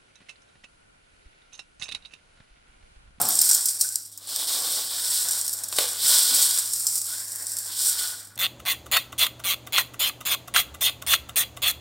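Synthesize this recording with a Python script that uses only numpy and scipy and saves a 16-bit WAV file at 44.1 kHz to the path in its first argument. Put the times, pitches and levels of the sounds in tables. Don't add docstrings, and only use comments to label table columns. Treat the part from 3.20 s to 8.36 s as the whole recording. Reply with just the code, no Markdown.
import sys
import numpy as np
from scipy import signal
from scipy.io import wavfile
from scipy.ndimage import uniform_filter1d

SR = 44100
rng = np.random.default_rng(int(sys.argv[2]) if len(sys.argv) > 2 else 0)


def unload_audio(sound):
    columns = np.transpose(np.atleast_2d(sound))
    steps = np.round(np.clip(columns, -1, 1) * 32767)
    wavfile.write(sys.argv[1], SR, steps.astype(np.int16))


N = 227720
TIME_S = np.arange(N) / SR
BAND_EDGE_HZ = 15900

# full_force_s, hold_s, rise_s, rasp_db, drum_db, hollow_db
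PUSHES = [(0, 0.36, 0.06, -33, -54.5, -57), (1.094, 0.067, .022, -32, -55, -64),
          (1.22, .11, 0.12, -28.5, -51, -59), (1.452, 0.14, 0.45, -26.5, -44.5, -57),
          (1.83, 0.15, 0.24, -27, -59, -54.5), (2.09, .11, 0.25, -34, -51.5, -54),
          (2.373, 0.18, 0.12, -43.5, -55, -58.5), (2.601, 0.034, 0.07, -25.5, -46, -51),
          (2.929, 0.038, 0.18, -18.5, -44.5, -43.5), (3.13, 0.098, 0.19, -21, -48, -53),
          (3.348, .03, .2, -28.5, -71, -53), (3.892, 0.041, 0.039, -36.5, -62, -53.5),
          (4.203, 0.32, 0.42, -50, -58, -55.5), (4.59, .07, 0.15, -29, -60, -73),
          (4.72, 0.03, .1, -34, -67, -47.5), (4.795, 0.0083, 0.024, -24, -53.5, -53)]
# full_flow_s, hold_s, rise_s, level_db
FALLS = [(0, 0.21, .05, -25), (.285, 0.063, 0.12, -19), (.465, 0.019, 0.071, -24.5),
         (.62, 0.021, 0.036, -24.5), (.74, 0.026, 0.081, -34), (1.14, 0.025, 0.088, -56),
         (1.89, 0.11, 0.17, -26.5), (2.1, 0.093, .15, -26), (2.3, 0.068, 0.14, -32),
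         (2.61, 0.02, 0.14, -27.5), (2.92, .03, 0.12, -18.5), (3.19, 0.059, 0.12, -21),
         (3.37, 0.011, 0.17, -23.5), (3.55, .22, .14, -26), (3.92, 0.052, 0.19, -31.5),
         (4.26, 0.21, .5, -32.5), (4.65, 0.043, .14, -23.5), (4.8, 0.012, 0.074, -30.5),
         (4.9, .025, 0.052, -40)]
# time_s, resonance_hz
HOLLOW_PITCH = [(0, 1477), (3.45, 1480), (3.83, 1190), (3.96, 1555), (4.08, 1616), (4.36, 1557),
                (4.72, 1462), (5.16, 1450)]
# multiple_of_resonance, level_db
HOLLOW_NOTES = [(.66, -8.5), (1, -0.5), (1.61, -11)]
# start_s, strength_db, splinters_re_crack_db, treble_db
SNAPS = [(0.0142, 10.5, 11, 15), (0.087, 9, 9, 12), (0.154, 5.5, -5, 4), (0.19, 11.5, -2.5, -19),
         (0.214, 14.5, 8, 6), (0.2915, 11.5, 2, 0), (0.3125, 12.5, -1.5, -7), (0.3454, 12, 8, -1),
         (0.4567, 9, 1, 4), (0.485, 7.5, 15, -8), (0.6102, 10.5, 4, 1), (0.6146, 8.5, 3, -10),
         (0.6888, -1.5, -11, -8), (0.757, 7, -15, -3), (0.9175, -18.5, 10, 8), (0.9756, -8, -1, 6),
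         (1.071, -11.5, 15, -9), (1.161, 3, -5, -1), (2.109, 4, 3, 8), (2.2794, 3, 0, -1),
         (2.3288, 3.5, 14, 6), (2.4362, 1, 7.5, -2), (2.4842, -3, 3, 5), (3.534, 5.5, 9, -2),
         (3.668, 9.5, -2, -9), (3.777, 2.5, 10, 1), (4.12, -6.5, -8, 8), (4.1585, -3.5, -15, 8),
         (4.268, -1.5, -12, -18), (4.3185, -4, -17, -8), (4.368, -2, -5, -6), (4.3856, 1, 5, 0)]
# start_s, level_db, flex_re_crunch_db
KNOCKS = [(2.5267, -7, -28.5), (2.586, 7, -26)]
# start_s, pitch_hz, level_db, t60_s
TOUCHES = [(0.643, 1508, -34.5, 0.083), (.70, 1540, -50, 0.16), (2.52, 61, -52, 0.33),
           (2.841, 161, -45, 0.13), (3.112, 256, -41, 0.22)]
# pitch_hz, level_db, t60_s
STEEL_MODES = [(473.5, 7, 0.27), (796, -28, 0.25), (1450, -23, 0.3), (3520, 0.5, 0.23), (4830, -13, .2),
               (5260, -31, 0.14), (7000, -32, 0.19), (7500, -22, .2), (9000, -17, 0.21), (10500, -17, .2),
               (14266, -7, .2)]

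# freq_hz, level_db
PATTER_SPECTRUM = [(100, -37), (900, -29), (1500, -35), (2100, -27.5), (2900, -29), (4000, -17.5),
                   (4900, -8.5), (5700, -3.5), (6250, -14.5), (7400, -1), (8700, 2), (10200, -7),
                   (13000, -6.5), (16000, -12)]
# freq_hz, level_db
RASP_SPECTRUM = [(30, -56), (200, -41), (1100, -22), (2000, -20), (2700, -20), (3300, -5.5), (4200, -3),
                 (5400, -1.5), (6300, -11), (8300, 0), (10500, -8.5), (16000, -7)]
# freq_hz, level_db
DRUM_SPECTRUM = [(25, -40), (170, -21), (290, -5), (390, -7), (620, -3), (800, -1.5), (950, -5.5),
                 (1150, 0.5), (1700, -13.5), (3000, -17.5)]
# freq_hz, level_db
KNOCK_SPECTRUM = [(30, -54), (150, -24), (300, -13), (750, -5), (1200, -3), (1650, -9), (2600, -4),
                  (3600, 0.5), (5000, -2.5), (6400, -9), (8300, -1.5), (16000, -12)]
# freq_hz, level_db
BOOM_SPECTRUM = [(40, -30), (110, -4), (180, -1), (300, -5), (450, -5.5), (620, -6), (760, 4.5), (950, -4),
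                 (1350, -1.5), (1800, -18), (4000, -19)]
# freq_hz, level_db
AIR_SPECTRUM = [(20, -44), (70, 13), (170, 12.5), (350, 9), (700, 5), (1400, 5.5), (2600, -13), (5000, -21),
                (16000, -57)]
# freq_hz, t60_s
KITCHEN_DECAY = [(500, 0.42), (4000, 0.52), (8000, 0.18), (16000, 0.29)]
# pitch_hz, rms_db
HUM_TONES = [(100, -60.5), (177, -77), (291, -70.5)]

RASP_FADE_DB_PER_S, PATTER_FADE_DB_PER_S, PLATE_FADE_DB_PER_S = 113, 111, 51.5
SHED_DB, SHED_DELAY_S = -6, 0.074
FALL_DRUM_DB, FALL_HOLLOW_DB = -38.5, -32
NOTE_WIDTH_HZ, NOTE_DB, NOTE_RUB_POWER = 19, -56.5, 0.4
FLEX_HZ, FLEX_SAG_HZ_PER_S, FLEX_T60_S = 585, 1200, 0.031
CHATTER_DELAY_S, CHATTER_GAP_S, CHATTER_DB = 0.022, 0.011, -14
CHATTER_FADE_DB_PER_S, CHATTER_FLEX_DB = 155, -23
STRAYS_PER_S, STRAYS_DB = 38, -51


def heap():
    patter_gain, rasp_gain, drum_gain, hollow_gain = motion()

    fine = grains(5000, spread_db=2.0, burst_db=3, bursts_per_s=27, low_hz=4460, high_hz=16200)
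    long = grains(70, spread_db=2.5, burst_db=0, bursts_per_s=0, low_hz=6000, high_hz=12000, count=12)
    patter = evened(colour(fine, PATTER_SPECTRUM))
    patter = evened(patter + gain_of(-6) * evened(colour(long, PATTER_SPECTRUM)))

    scrapes = grains(9000, spread_db=2.0, burst_db=6, bursts_per_s=170, low_hz=2700, high_hz=14000)
    rasp = evened(colour(scrapes, RASP_SPECTRUM))

    bumps = grains(2600, spread_db=2.5, burst_db=3.0, bursts_per_s=45, low_hz=634, high_hz=4270)
    drum = evened(colour(bumps, DRUM_SPECTRUM))
    hollow_hz = np.interp(TIME_S, *np.transpose(HOLLOW_PITCH))
    hollow = evened(resonate(resonate(bumps, hollow_hz, 700), hollow_hz, 700))

    rubbing = bumps * hollow_gain * (rasp_gain / drum_gain) ** NOTE_RUB_POWER
    notes = np.zeros(N)
    for multiple, db in HOLLOW_NOTES:
        notes += gain_of(NOTE_DB + db) * resonate(rubbing, multiple * hollow_hz, NOTE_WIDTH_HZ)
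    return patter * patter_gain + rasp * rasp_gain + drum * drum_gain + hollow * hollow_gain + notes


def motion():
    full_s, hold_s, rise_s, rasp_db, drum_db, hollow_db = np.transpose(PUSHES)
    falling = swells(FALLS, PATTER_FADE_DB_PER_S)
    shed = swells(zip(full_s + SHED_DELAY_S, hold_s, rise_s, rasp_db + SHED_DB), PATTER_FADE_DB_PER_S)
    rasp = swells(zip(full_s, hold_s, rise_s, rasp_db), RASP_FADE_DB_PER_S)
    drum = swells(zip(full_s, hold_s, rise_s, drum_db), PLATE_FADE_DB_PER_S)
    hollow = swells(zip(full_s, hold_s, rise_s, hollow_db), PLATE_FADE_DB_PER_S)
    patter = np.hypot(falling, shed)
    drum = np.hypot(drum, gain_of(FALL_DRUM_DB) * falling)
    hollow = np.hypot(hollow, gain_of(FALL_HOLLOW_DB) * falling)
    return patter, rasp, drum, hollow


def swells(moves, fade_db_per_s):
    power = np.zeros(N)
    for full_s, hold_s, rise_s, db in moves:
        before_s = np.maximum(full_s - TIME_S, 0)
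        after_s = np.maximum(TIME_S - full_s - hold_s, 0)
        power += gain_of(db - 20 * (before_s / rise_s) ** 2 - fade_db_per_s * after_s) ** 2
    return np.sqrt(power)


def grains(per_s, spread_db, burst_db, bursts_per_s, low_hz, high_hz, burst_s=0.015, count=32):
    breaks = rng.uniform(0.29, 2.5, N) * (rng.random(N) < bursts_per_s / SR)
    bursts = signal.lfilter([1], [1, -np.exp(-1 / (burst_s * SR))], breaks)
    size_db = spread_db * np.minimum(rng.exponential(1, N), 4.5) + burst_db * np.minimum(bursts, 2)
    clicks = gain_of(size_db) * rng.choice([-1, 1], N) * (rng.random(N) < per_s / SR)
    kind = rng.integers(0, count, N)
    out = np.zeros(N)
    for k, pitch_hz in enumerate(np.geomspace(low_hz, high_hz, count)):
        tick = np.convolve(strand(pitch_hz, 1.44, 0.23), echoes(echo_db=-2, echo_t60_s=0.053))
        out += ring(clicks * (kind == k), tick)
    return evened(out)


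def strand(pitch_hz, decay_cycles, tone, size=128):
    cycles = pitch_hz * np.arange(size) / SR
    wave = np.exp(-cycles / decay_cycles) * np.sin(2 * np.pi * cycles)
    wave = tone * wave / np.linalg.norm(wave)
    wave[0] += 1
    return wave / np.linalg.norm(wave)


def echoes(echo_db, echo_t60_s, size=1100):
    t = np.arange(size) / SR
    response = rng.standard_normal(size) * (t > 0.0006) * gain_of(-60 * t / echo_t60_s)
    response *= gain_of(echo_db) / np.linalg.norm(response)
    response[0] += 1
    return response / np.linalg.norm(response)


def resonate(x, centre_hz, width_hz):
    turn = np.exp(2j * np.pi * np.cumsum(centre_hz * np.ones(N)) / SR)
    pole = np.exp(-np.pi * width_hz / SR)
    return evened((turn * signal.lfilter([1 - pole], [1, -pole], x / turn)).real)


def snaps(splinter_s=0.0069, splinters_per_s=4000, thin_hz=4500, treble_hz=11000, size=1500):
    t, out = np.arange(size) / SR, np.zeros(N)
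    thin = signal.butter(1, thin_hz, "high", fs=SR, output="sos")
    treble = signal.butter(2, treble_hz, "high", fs=SR, output="sos")
    for start_s, db, splinter_db, treble_db in SNAPS:
        chance, height = rng.random(size), rng.standard_normal(size)
        pitch_hz = rng.uniform(5500, 11200)
        spray = height * (chance < splinters_per_s / SR) * np.exp(-t / splinter_s)
        crack = gain_of(splinter_db) * spray / (np.linalg.norm(spray) + 1e-9)
        crack[0] += 1
        crack = ring(crack, strand(pitch_hz, 0.66, 0.35))
        crack = ring(crack, echoes(echo_db=0, echo_t60_s=0.013))
        crack = signal.sosfilt(thin, colour(np.pad(crack, 16), PATTER_SPECTRUM))
        crack = crack + (gain_of(treble_db) - 1) * signal.sosfiltfilt(treble, crack)
        add(out, start_s, gain_of(db) * crack / np.linalg.norm(crack))
    return out


def knocks(crunch_db=1, crunch_s=0.0077, lowest_hz=280, size=1600):
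    t, blows, flexes = np.arange(size) / SR, np.zeros(N), np.zeros(N)
    for start_s, db, flex_db, pitch_hz in [(*row, FLEX_HZ) for row in KNOCKS] + chatter():
        crunch = rng.standard_normal(size) * np.exp(-t / crunch_s)
        blow = gain_of(crunch_db) * crunch / np.linalg.norm(crunch)
        blow[0] += 1
        add(blows, start_s, gain_of(db) * blow)
        flex_gain = gain_of(db + flex_db - 60 * t / FLEX_T60_S)
        add(flexes, start_s, flex_gain * np.sin(2 * np.pi * pitch_hz * t))
    low_cut = signal.butter(2, lowest_hz, "high", fs=SR, output="sos")
    return signal.sosfilt(low_cut, colour(blows, KNOCK_SPECTRUM) + flexes)


def chatter(count=6):
    blow_s, blow_db, _ = KNOCKS[-1]
    delays_s = CHATTER_DELAY_S + CHATTER_GAP_S * (np.arange(count) + rng.uniform(-0.2, 0.24, count))
    rows = []
    for delay_s in delays_s:
        db = blow_db + CHATTER_DB - CHATTER_FADE_DB_PER_S * (delay_s - CHATTER_DELAY_S)
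        rows.append((blow_s + delay_s, db, CHATTER_FLEX_DB, FLEX_HZ - FLEX_SAG_HZ_PER_S * delay_s))
    return rows


def strays():
    ticks = grains(STRAYS_PER_S, spread_db=0.5, burst_db=0, bursts_per_s=0, low_hz=6000, high_hz=12000, count=6)
    return gain_of(STRAYS_DB) * evened(colour(ticks, PATTER_SPECTRUM))


def touches(rise_s=0.002):
    t, out = TIME_S[:SR // 2], np.zeros(N)
    for start_s, pitch_hz, db, t60_s in TOUCHES:
        wobble = evened(uniform_filter1d(rng.standard_normal(len(t)), round(10 * SR / pitch_hz)))
        envelope = gain_of(db - 60 * t / t60_s) * (1 - np.exp(-t / rise_s))
        add(out, start_s, envelope * np.sin(2 * np.pi * pitch_hz * t + wobble))
    return out


def boom(level_db=-30, t60_s=0.61):
    return colour(rng.standard_normal(N), BOOM_SPECTRUM) * gain_of(level_db - 60 * TIME_S / t60_s)


def steel(x, ring_db=-5):
    t = TIME_S[:SR // 2]
    modes = np.zeros(len(t))
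    for pitch_hz, db, t60_s in STEEL_MODES:
        unit_peak = 2 * np.log(1000) / (t60_s * SR)
        modes += gain_of(db - 60 * t / t60_s) * np.cos(2 * np.pi * pitch_hz * t) * unit_peak
    return x + gain_of(ring_db) * ring(x, modes)


def space(x, room_db=-10):
    t = TIME_S[:SR // 2]
    hz, when_s, z = signal.stft(rng.standard_normal(len(t)) * (t > 0.006), SR, nperseg=256)
    decay = gain_of(-60 * when_s / read(KITCHEN_DECAY, hz)[:, None])
    tail = signal.istft(z * decay, SR, nperseg=256)[1][:len(t)]
    response = gain_of(room_db) * tail / np.linalg.norm(tail)
    response[0] += 1
    return ring(x, response / np.linalg.norm(response))


def background(air_db=-64):
    hum = np.zeros(N)
    for pitch_hz, db in HUM_TONES:
        hum += gain_of(db) * np.sqrt(2) * np.sin(2 * np.pi * (pitch_hz * TIME_S + rng.random()))
    air = gain_of(air_db) * colour(rng.standard_normal(N), AIR_SPECTRUM)
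    sag_db = np.interp(TIME_S, [0, 1.1, 2.2], [-2, -5, 0])
    return gain_of(sag_db) * (hum + air)


def narrow_band(x, centre_hz, q, spread):
    skirts = signal.butter(3, [centre_hz / spread, centre_hz * spread], "band", fs=SR, output="sos")
    return signal.sosfiltfilt(skirts, signal.lfilter(*signal.iirpeak(centre_hz, q, fs=SR), x))


def colour(x, spectrum, size=4096):
    log_gain = np.log(gain_of(read(spectrum, abs(np.fft.fftfreq(size, 1 / SR)))))
    response = np.fft.ifft(np.exp(np.conj(signal.hilbert(log_gain)))).real[:size // 2]
    return ring(x, response / np.linalg.norm(response))


def read(points, hz):
    point_hz, value = np.transpose(points)
    return np.interp(np.log(hz + 1), np.log(point_hz + 1), value)


def ring(x, response):
    return signal.oaconvolve(x, response)[:N]


def add(mix, start_s, sound):
    part = mix[max(round(start_s * SR), 0):][:len(sound)]
    part += sound[:len(part)]


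def evened(x):
    return x / np.sqrt(np.mean(x ** 2) + 1e-20)


def gain_of(db):
    return 10 ** (np.asarray(db) / 20)


def scene():
    struck = steel(heap() + strays() + snaps() + knocks())
    mono = space(struck + boom() + touches()) + background()
    side = -0.27 * narrow_band(mono, 9480, 18, 1.175)
    return np.array([mono + side, mono - side])


def record(dry, low_cut_hz=48):
    lean = signal.sosfilt(signal.butter(2, low_cut_hz, "high", fs=SR, output="sos"), dry)
    band_limit = signal.firwin(511, BAND_EDGE_HZ, window=("kaiser", 9), fs=SR)
    return signal.oaconvolve(np.clip(lean, -1, 1), band_limit[None], "same")


dry = scene()
out = record(dry)
unload_audio(out)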